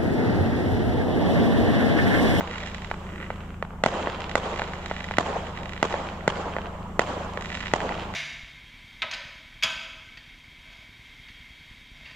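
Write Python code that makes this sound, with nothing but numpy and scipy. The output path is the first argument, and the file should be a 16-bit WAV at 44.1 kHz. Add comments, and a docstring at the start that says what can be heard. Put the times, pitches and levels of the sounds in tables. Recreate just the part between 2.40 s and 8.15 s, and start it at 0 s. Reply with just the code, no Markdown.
"""Fireworks over a town at night. First an earlier blast is still rolling back from the houses, while
small pops go off and stars (tiny burning charges) crackle. From 1.4 s on, eight big shells burst: each
blast arrives straight, once more off the ground, then rolls back from the houses. The crackle thickens
just before the last shell. All along, an engine idles nearby over the town's steady hush.
A phone with two microphone ports (small openings) listens and clips the loudest blasts."""
import sys
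import numpy as np
from scipy import signal
from scipy.fft import rfft, irfft, next_fast_len
from scipy.io import wavfile
from scipy.ndimage import uniform_filter1d, map_coordinates

SR = 44100
rng = np.random.default_rng(int(sys.argv[2]) if len(sys.argv) > 2 else 0)


def transcribe(u):
    """Save the signal u as a 16-bit wav file named by the first command-line argument.

    u: samples, shape (n,) or (channels, n), limited to [-1, 1]; the rate is SR.
    q: integer samples, one column per channel.
    """
    v = np.clip(np.atleast_2d(u).T, -1, 1)
    q = np.round(v * 32767).astype(np.int16)
    wavfile.write(sys.argv[1], SR, q)


N = 253575

# big shells: (time [s], level [dB], length of the push of air [ms], ground bounce delay [ms])
SHELLS = [(-0.2, -2.5, 0.4, 1.5), (1.4376, -4.5, 0.33, 1.46), (1.4614, -4, 0.6, 1.42),
          (1.9544, -3, 0.42, 1.46), (2.7842, -2, 0.39, 1.46), (3.4282, -3, 0.4, 1.42),
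          (3.8781, -3, 0.51, 1.43), (4.5936, -2.5, 0.42, 1.55), (5.3366, -3, 0.47, 1.49)]
# smaller, duller pops, a few of them a shell's blast answered once more by a far wall: (time [s], level [dB],
# length of the push of air [ms], ground bounce delay [ms])
POPS = [(0.0084, -16, 0.65, 1.36), (0.5135, -17, 0.21, 1.3), (0.5417, -24.5, 0.23, 0.82),
        (0.9038, -16.5, 0.78, 1.38), (1.2257, -16, 0.32, 1.64), (1.6722, -12.5, 0.9, 1.14),
        (2.195, -17.5, 0.22, 1.2), (2.2186, -15, 0.24, 1.29), (2.335, -23.5, 0.095, 1.8),
        (2.5125, -14, 0.63, 1.4), (2.7109, -17.5, 0.3, 1.3), (3.5413, -16.5, 0.38, 1.15),
        (4.1656, -14.5, 0.59, 1.56), (4.1851, -19, 0.4, 1.24), (4.974, -20, 0.13, 1.75),
        (5.4041, -20, 0.094, 1.19), (5.4919, -21, 0.085, 1.5), (5.739, -26, 0.041, 1.5)]
# clear stars: (time [s], level [dB], 1 / ground bounce delay [Hz], distance [nearest shells = 1])
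CLEAR_STARS = [(0.138, -25, 666, 2.3), (0.235, -26.5, 655, 1.3), (0.263, -29, 651, 0.67),
               (0.278, -32, 668, 0.84), (0.293, -38, 660, 1.4), (0.346, -23.5, 663, 0.84),
               (0.382, -30.5, 730, 0.95), (0.42, -28.5, 646, 0.9), (0.446, -26.5, 686, 1),
               (0.5019, -32, 642, 0.88), (0.759, -29, 658, 2.1), (0.959, -34.5, 1510, 1.8),
               (1.006, -35, 1520, 1.5), (1.1048, -30.5, 1510, 2.6), (1.143, -35, 1500, 2.3),
               (1.2499, -27.5, 1515, 3.9), (1.3063, -30.5, 1500, 4.1), (1.8053, -26, 683, 0.67),
               (1.8187, -23.5, 1500, 1.1), (1.842, -22, 1500, 1.2), (1.895, -23.5, 658, 0.83),
               (1.9138, -23, 710, 1), (2.115, -37, 1500, 0.24), (2.14, -26, 650, 2.5),
               (2.172, -35, 697, 0.93), (2.46, -23.5, 650, 0.76), (2.498, -32, 700, 0.7),
               (2.519, -28, 660, 1.3), (2.5649, -22.5, 636, 1.3), (2.594, -31, 660, 1.1),
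               (2.606, -22, 680, 1.5), (2.642, -25, 664, 0.78), (2.687, -25, 680, 1.5),
               (2.719, -27, 660, 0.9), (2.7385, -21.9, 680, 1.8), (2.7697, -20.5, 650, 1),
               (3.1746, -25.5, 658, 1.2), (3.2327, -28, 640, 0.86), (3.2573, -25, 660, 1.2),
               (3.2937, -26, 655, 0.81), (3.3222, -28.5, 645, 1.3), (3.334, -26, 715, 0.92),
               (3.364, -27, 654, 1.6), (3.377, -25.5, 640, 1.3), (3.5254, -22.5, 690, 0.98),
               (3.6702, -30, 1510, 1.23), (3.6882, -25, 1510, 1.5), (3.808, -31, 710, 2.2),
               (4.038, -41, 1540, 1), (4.081, -36, 1553, 1.15), (4.118, -39, 1515, 1.52),
               (4.137, -26.5, 1530, 2), (4.2165, -28, 1480, 1.8), (4.258, -27, 1500, 2.1),
               (4.268, -33.5, 1550, 1.2), (4.429, -38, 1505, 1.3), (4.664, -33, 1454, 1.4),
               (4.834, -32, 1530, 1), (4.936, -35.5, 1500, 0.32), (5.01, -27, 665, 0.7),
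               (5.023, -26, 665, 0.62), (5.0476, -25.5, 658, 2.3), (5.058, -24, 660, 0.85),
               (5.102, -23.5, 680, 1.1), (5.119, -24, 660, 1.28), (5.1271, -24, 655, 1.2),
               (5.1447, -24, 650, 0.88), (5.1515, -20, 640, 1), (5.1728, -23.5, 710, 1.6),
               (5.193, -33, 620, 0.74), (5.205, -23.5, 666, 0.91), (5.209, -24, 658, 1.2),
               (5.2288, -24, 658, 3.2), (5.2371, -24, 670, 1.9), (5.259, -20.5, 690, 1.5),
               (5.2692, -20.5, 600, 1.1), (5.2808, -24, 665, 0.99), (5.315, -26, 678, 1.4),
               (5.522, -23, 663, 2), (5.5775, -28, 1550, 1.3), (5.597, -25.5, 1550, 1.1)]
# clouds of faint stars: (time when strongest [s], level [dB], burn-out [dB/s],
# 1 / ground bounce delay [Hz], distance [nearest shells = 1])
STAR_CLOUDS = [(.15, -43.5, 77, 685, 1.03), (.29, -45, 400, 690, 0.85), (.83, -45, 95.5, 680, 2.04),
               (1.04, -50.5, 152, 1460, 2.3), (1.7, -42, 79, 1580, 1.33), (2.2, -45, 39, 692, 0.93),
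               (2.6, -44.5, 91, 673, 0.83), (3.15, -49.5, 82, 665, 1), (3.55, -47, 83, 680, 1),
               (4.12, -56, 90, 1506, 1.4), (4.85, -59, 79, 1550, 0.73), (5.201, -44, 166.5, 660, 0.71),
               (5.6, -46, 75, 1610, 1.26)]
# tone of the echo from the walls: (frequency [Hz], relative level [dB])
ECHO_TONE = [(100, -7.5), (300, -6.5), (500, 0), (800, 0.5), (1500, -1.5), (3000, -2), (7000, 3.5),
             (12000, 1.5)]
# how that tone changes as the sound travels on: (frequency [Hz], change [dB/s])
ECHO_CHANGE = [(100, 12), (400, -5), (1000, 7), (3000, -10), (8000, -25)]
# rough walls close by scatter the blast: (delay [s], relative level [dB], half-length [ms])
NEAR_WALLS = [(.001, 11.5, 3.1), (.014, 3.5, 1.1), (.025, 5, 4)]
# far rows of houses answer in dull swells: (delay [s], relative level [dB], half-length [s])
FAR_ROWS = [(0.113, -6, 0.024), (0.18, -5.5, 0.012)]
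# flat house fronts mirror the blast: (delay [s], left level [dB], right level [dB])
HOUSE_FRONTS = [(.0137, 14, 19), (.0446, 22, 20), (.0787, 19, 17.5), (.0797, 18, 22.5), (.0942, 17, 19.5)]
# how often the engine fires: (time [s], rate [Hz])
FIRING_RATE = [(0.0, 26.8), (0.43, 27.11), (1.7, 26.83), (2.18, 26.07), (4.13, 26.83), (4.76, 27.35),
               (5.4, 27.25), (5.46, 26.39), (5.75, 27.26)]
# tones in the engine's hum: (multiple of the firing rate, relative level [dB])
ENGINE_TONES = [(0.5, -16), (1, 1.5), (1.5, -21), (2, -1.5), (3, 4.5), (4, -4), (5, -22), (5.5, -24),
                (6, 0), (6.5, -16), (7, 3), (8, -3), (10, -12)]
# the engine's noisy part: (frequency [Hz], relative level [dB])
RUMBLE_TONE = [(15, 5), (40, 8), (120, 8), (250, 5.5), (400, -37)]
# the town's hush: (frequency [Hz], relative level [dB])
HUSH_TONE = [(140, -5), (230, -11), (319, 11), (595, 4), (784, -4.5), (1230, 0), (2210, -13), (2900, -7.5),
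             (3470, -15.5), (4120, -24), (6030, -20), (7680, -16), (9280, -34.5), (14300, -31),
             (15000, -77)]
# how alike scattered sound is on the left and right: (frequency [Hz], likeness [0 to 1])
STEREO_LIKENESS = [(60, 0.94), (180, 0.95), (550, 0.9654), (1650, 0.29), (4970, 0.037), (15000, 0.1)]
# surfaces near the phone: (delay [ms], left level [dB], right level [dB])
NEAR_SURFACES = [(2.098, -19, -20.5), (3.399, -59, -13.5), (4.6, -34, -16)]
# ringing of the ports, a left list then a right list: (frequency [Hz], width [Hz], strength [dB])
PORT_RINGS = [
    [(8200, 930, 7)],
    [(1070, 290, -11), (7120, 750, 13)],
]

# ringing of the cupped hand, by where the sound comes from: (frequency [Hz], width [Hz], strength [dB])
CUP_AHEAD, CUP_ASIDE = (1980, 285, 3.5), (3150, 650, 4.4)
STAR_PUSH_MS, LOW_STAR_HZ = 0.14, 1000  # a star whose bounce is sooner than 1 / this burns low
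ROLL_DB_PER_S = -26.5  # how fast the town's echo dies away


def blast(push_ms, decay, rise_ms, bounce_db=-np.inf, bounce_ms=0):
    """A jump in air pressure, a push then a suction, with an optional bounce off the ground."""
    def wave(ms):
        age = np.clip(ms, 0, None)
        progress = age / push_ms
        return (1 - progress) * np.exp(-decay * progress) * (1 - np.exp(-age / rise_ms))
    ms = np.arange(600) / SR * 1000
    x = wave(ms) + amp(bounce_db) * wave(ms - bounce_ms)
    x = filtered(x, lambda hz: (1j * hz / (150 + 1j * hz)) ** 2)  # a small charge moves little slow air
    return x / np.max(x)


def bursts(rows, bounce_db, echo_db, thin_hz, dull_hz, decay, rise_ms):
    """Shells or pops: the direct sound with its ground bounce, and the town's echo."""
    direct, echo = np.zeros(N), np.zeros((2, N))
    for s, db, push_ms, bounce_ms in rows:
        bounced = air(blast(push_ms, decay, rise_ms, bounce_db, bounce_ms), thin_hz, dull_hz)
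        bare = air(blast(push_ms, decay, rise_ms), thin_hz, dull_hz)
        gain = amp(db) / bounced.max()
        add(direct, gain * bounced, s)
        add(echo, gain * amp(echo_db) * signal.fftconvolve(bare[None], town_echo(), axes=1), s)
    return direct, echo


def star(push_ms, distance):
    """One snap: the tiny charge has no bass, and the further off, the more treble the air takes."""
    edges_hz = 1510, 7950 / max(distance, 0.3)
    snap = blast(push_ms, decay=0.49, rise_ms=0.11)
    return air(air(snap, *edges_hz), *edges_hz)


def star_cloud(t, db, burn_db_per_s, bounce_hz, distance, count=220, swell_s=0.25):
    """One second of faint stars that swell and burn out, and the copy that heads for the ground."""
    draw, height = rng.random((count, 2)), rng.standard_normal(count)
    starts = draw[:, 0] * SR
    sizes = amp(-4.5 * np.log(draw[:, 1] + 0.03))
    bounce_starts = starts + SR / bounce_hz * np.exp(0.1 * height)  # stars hang at different heights
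    snap = star(STAR_PUSH_MS, distance)
    ticks = [np.bincount(at.astype(int), sizes, minlength=SR) for at in (starts, bounce_starts)]
    straight, delayed = (signal.fftconvolve(x, snap)[:SR] for x in ticks)
    swell = np.clip(1 + t / swell_s, 0, 1)
    gain = amp(db - burn_db_per_s * np.clip(t, 0, None)) * swell / straight.std()
    return gain * straight, gain * delayed


def crackle():
    """Clear stars over clouds of faint ones: the direct sound (high stars, low stars) and the echo."""
    stars, bounces = np.zeros((2, 2, N))
    for (s, db, bounce_hz, distance), size in zip(CLEAR_STARS, rng.standard_normal(len(CLEAR_STARS))):
        layer = int(bounce_hz > LOW_STAR_HZ)
        snap = star(STAR_PUSH_MS * np.exp(0.2 * size), distance)
        snap = amp(db) * snap / snap.max()
        add(stars[layer], snap, s)
        add(bounces[layer], snap, s + 1 / bounce_hz)
    t = np.arange(SR) / SR - 0.4  # seconds from a cloud's strongest moment
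    for s, db, burn_db_per_s, bounce_hz, distance in STAR_CLOUDS:
        layer = int(bounce_hz > LOW_STAR_HZ)
        straight, delayed = star_cloud(t, db, burn_db_per_s, bounce_hz, distance)
        add(stars[layer], straight, s + t[0])
        add(bounces[layer], delayed, s + t[0])
    early_echo = town_echo()[:, :SR // 3]
    echo = signal.fftconvolve(stars.sum(axis=0)[None], early_echo, axes=1)[:, :N]
    return stars + soft_ground(bounces), amp(-40.5) * echo


def soft_ground(x, dull_hz=3540):
    """Soft ground sends a snap back weaker and duller."""
    return filtered(x, lambda hz: amp(-7.5) / (1 + 1j * hz / dull_hz) ** 2)


def town_echo(roll_start_s=0.061, roll_rise_s=0.03, rows_dull_hz=1320):
    """The town's answer to a click: slaps off walls, dull swells from far rows, a lumpy fading roll."""
    hz, t, bands = signal.stft(scattered(int(1.2 * SR), ECHO_TONE), SR, nperseg=256)
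    patches = uniform_filter1d(rng.standard_normal(bands.shape[1:]), size=3, axis=0)
    patches = unit(uniform_filter1d(patches, size=7, axis=1))  # uneven in pitch and in time
    change_db = along(ECHO_CHANGE, hz)[:, None] * t + 2.28 * patches
    tail = signal.istft(bands * amp(change_db), SR, nperseg=256)[1]
    s = np.arange(tail.shape[1]) / SR
    slaps = sum(amp(db) * np.exp(-((s - at) * 1000 / ms) ** 2) for at, db, ms in NEAR_WALLS)
    swells = sum(amp(db) * np.exp(-((s - at) / width) ** 2) for at, db, width in FAR_ROWS)
    near, far = amp(-4), amp(-6) * np.clip((s - roll_start_s) / roll_rise_s, 0, 1)
    roll = (near + far) * amp(ROLL_DB_PER_S * s - 0.5 * wobble(42.5)[:len(s)])
    dull = filtered(tail, lambda hz: 1 / (1 + (hz / rows_dull_hz) ** 4))
    return tail * (slaps + roll) + dull * swells + house_fronts(len(s), strays=30)


def house_fronts(n, strays):
    """Clean slaps off flat house fronts, then off stray ones at random distances, fading with the roll."""
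    slaps, draw = np.zeros((2, n)), rng.random((strays, 3))
    delay_s = 0.085 + 0.5 * draw[:, 0]
    stray_db = 11.5 + ROLL_DB_PER_S * delay_s - 4 * np.log(draw[:, 1] + 0.043)
    lean_db = 6 * (draw[:, 2] - 0.5)
    for s, left_db, right_db in [*HOUSE_FRONTS, *zip(delay_s, stray_db + lean_db, stray_db - lean_db)]:
        slaps[:, round(s * SR)] += amp([left_db, right_db])
    return air(slaps, thin_hz=520, dull_hz=6000)


def engine():
    """An idling engine: wavering tones tied to its firing rate, the higher ones lagging, plus rumble."""
    firing_hz = np.interp(np.arange(N) / SR, *np.transpose(FIRING_RATE))
    firings = np.cumsum(firing_hz * (1 + 0.0056 * wobble(8.5))) / SR
    hum = sum(amp(db + 0.2 * wobble(3.7)) * np.sin(2 * np.pi * (k * firings - 0.13 * k * k))
              for k, db in ENGINE_TONES)
    return amp(-38.5) * (unit(hum) + amp(-7) * scattered(N, RUMBLE_TONE))


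def town_hush():
    """Soft noise from all around, its level drifting a little."""
    return amp(-49 + 2.36 * wobble(3.03)) * scattered(N, HUSH_TONE)


def arrival(hz):
    """Direct sound bounces off nearby surfaces and reaches the right port a little later."""
    def delay(ms):
        return np.exp(-2j * np.pi * hz * ms / 1000)
    surfaces = sum(amp([[left], [right]]) * delay(ms) for ms, left, right in NEAR_SURFACES)
    hand = [[0], [amp(-16)]] * delay(0.45)  # the hand reflects into the right port
    return (1 + surfaces + hand) * delay(np.array([[0], [0.075]]))


def cupped_hand(x, cup):
    """The hand cupped round the phone rings into the right port."""
    return filtered(x, lambda hz: 1 + [[0], [1]] * resonance(hz, *cup))


def ports(hz, cutoff_hz=7500):
    """Each microphone port rings at its own pitches and loses the top treble steeply."""
    rings = [1 + sum(resonance(hz, *ring) for ring in port) for port in PORT_RINGS]
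    ratio = hz / cutoff_hz
    return rings / (1 - ratio * ratio + 1.3j * ratio) ** 2


def air(x, thin_hz, dull_hz):
    """Weaken the bass below thin_hz and the treble above dull_hz."""
    return filtered(x, lambda hz: (1j * hz / (thin_hz + 1j * hz)) ** 2
                    * (dull_hz / (dull_hz + 1j * hz)) ** 3)


def resonance(hz, centre, width, db):
    """A filter shape that rings around one frequency."""
    return amp(db) * 1j * hz * width / (centre * centre - hz * hz + 1j * hz * width)


def scattered(n, tone):
    """Stereo noise whose two sides are alike in the bass and unrelated in the treble."""
    def shape(hz):
        spread = np.arccos(np.clip(along(STEREO_LIKENESS, hz), -1, 1)) / 2
        return amp(along(tone, hz)) * [np.cos(spread), np.sin(spread)]
    mid, side = filtered(rng.standard_normal((2, n)), shape)
    return unit(np.array([mid + side, mid - side]))


def amp(db):
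    """Turn decibels into a multiplier."""
    return 10 ** (np.asarray(db) / 20)


def unit(x):
    """Scale x to an average strength (rms) of 1."""
    return x / np.sqrt(np.mean(x ** 2) + 1e-20)


def along(points, hz):
    """Read between (frequency, value) points on a pitch-like scale."""
    freqs, values = np.transpose(points)
    return np.interp(np.log(hz + 1), np.log(freqs + 1), values)


def wobble(rate):
    """A smooth curve through `rate` random values a second."""
    return map_coordinates(rng.standard_normal(int(N * rate / SR) + 4), [np.arange(N) * rate / SR])


def filtered(x, response):
    """Scale and delay each frequency of x as response(hz) says."""
    n = x.shape[-1]
    padded = next_fast_len(n + 4096)
    return irfft(rfft(x, padded) * response(np.fft.rfftfreq(padded, 1 / SR)), padded)[..., :n]


def add(into, x, s):
    """Mix x in from time s on."""
    i = round(s * SR)
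    part = x[..., max(-i, 0):][..., :N - max(i, 0)]
    into[..., max(i, 0):max(i, 0) + part.shape[-1]] += part


def scene():
    """Shells, pops and high stars come from ahead, low stars and echoes from the side, over the town."""
    shells, shell_echo = bursts(SHELLS, bounce_db=-4, echo_db=-38.5, thin_hz=5, dull_hz=11800,
                                decay=0.94, rise_ms=0.12)
    pops, pop_echo = bursts(POPS, bounce_db=-8.5, echo_db=-46.5, thin_hz=365, dull_hz=4140,
                            decay=1.0, rise_ms=0.24)
    (high_stars, low_stars), star_echo = crackle()
    ahead = cupped_hand(filtered(shells + pops + high_stars, arrival), CUP_AHEAD)
    aside = cupped_hand(low_stars + shell_echo + pop_echo + star_echo, CUP_ASIDE)
    return filtered(ahead + aside, ports) + engine() + town_hush()


def record(dry):
    """The phone rounds off the loudest peaks and passes nothing above 15600 Hz."""
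    clipped = dry / (1 + np.abs(dry / 0.9) ** 6) ** (1 / 6)
    return filtered(clipped, lambda hz: hz < 15600)


dry = scene()
out = record(dry)
transcribe(out)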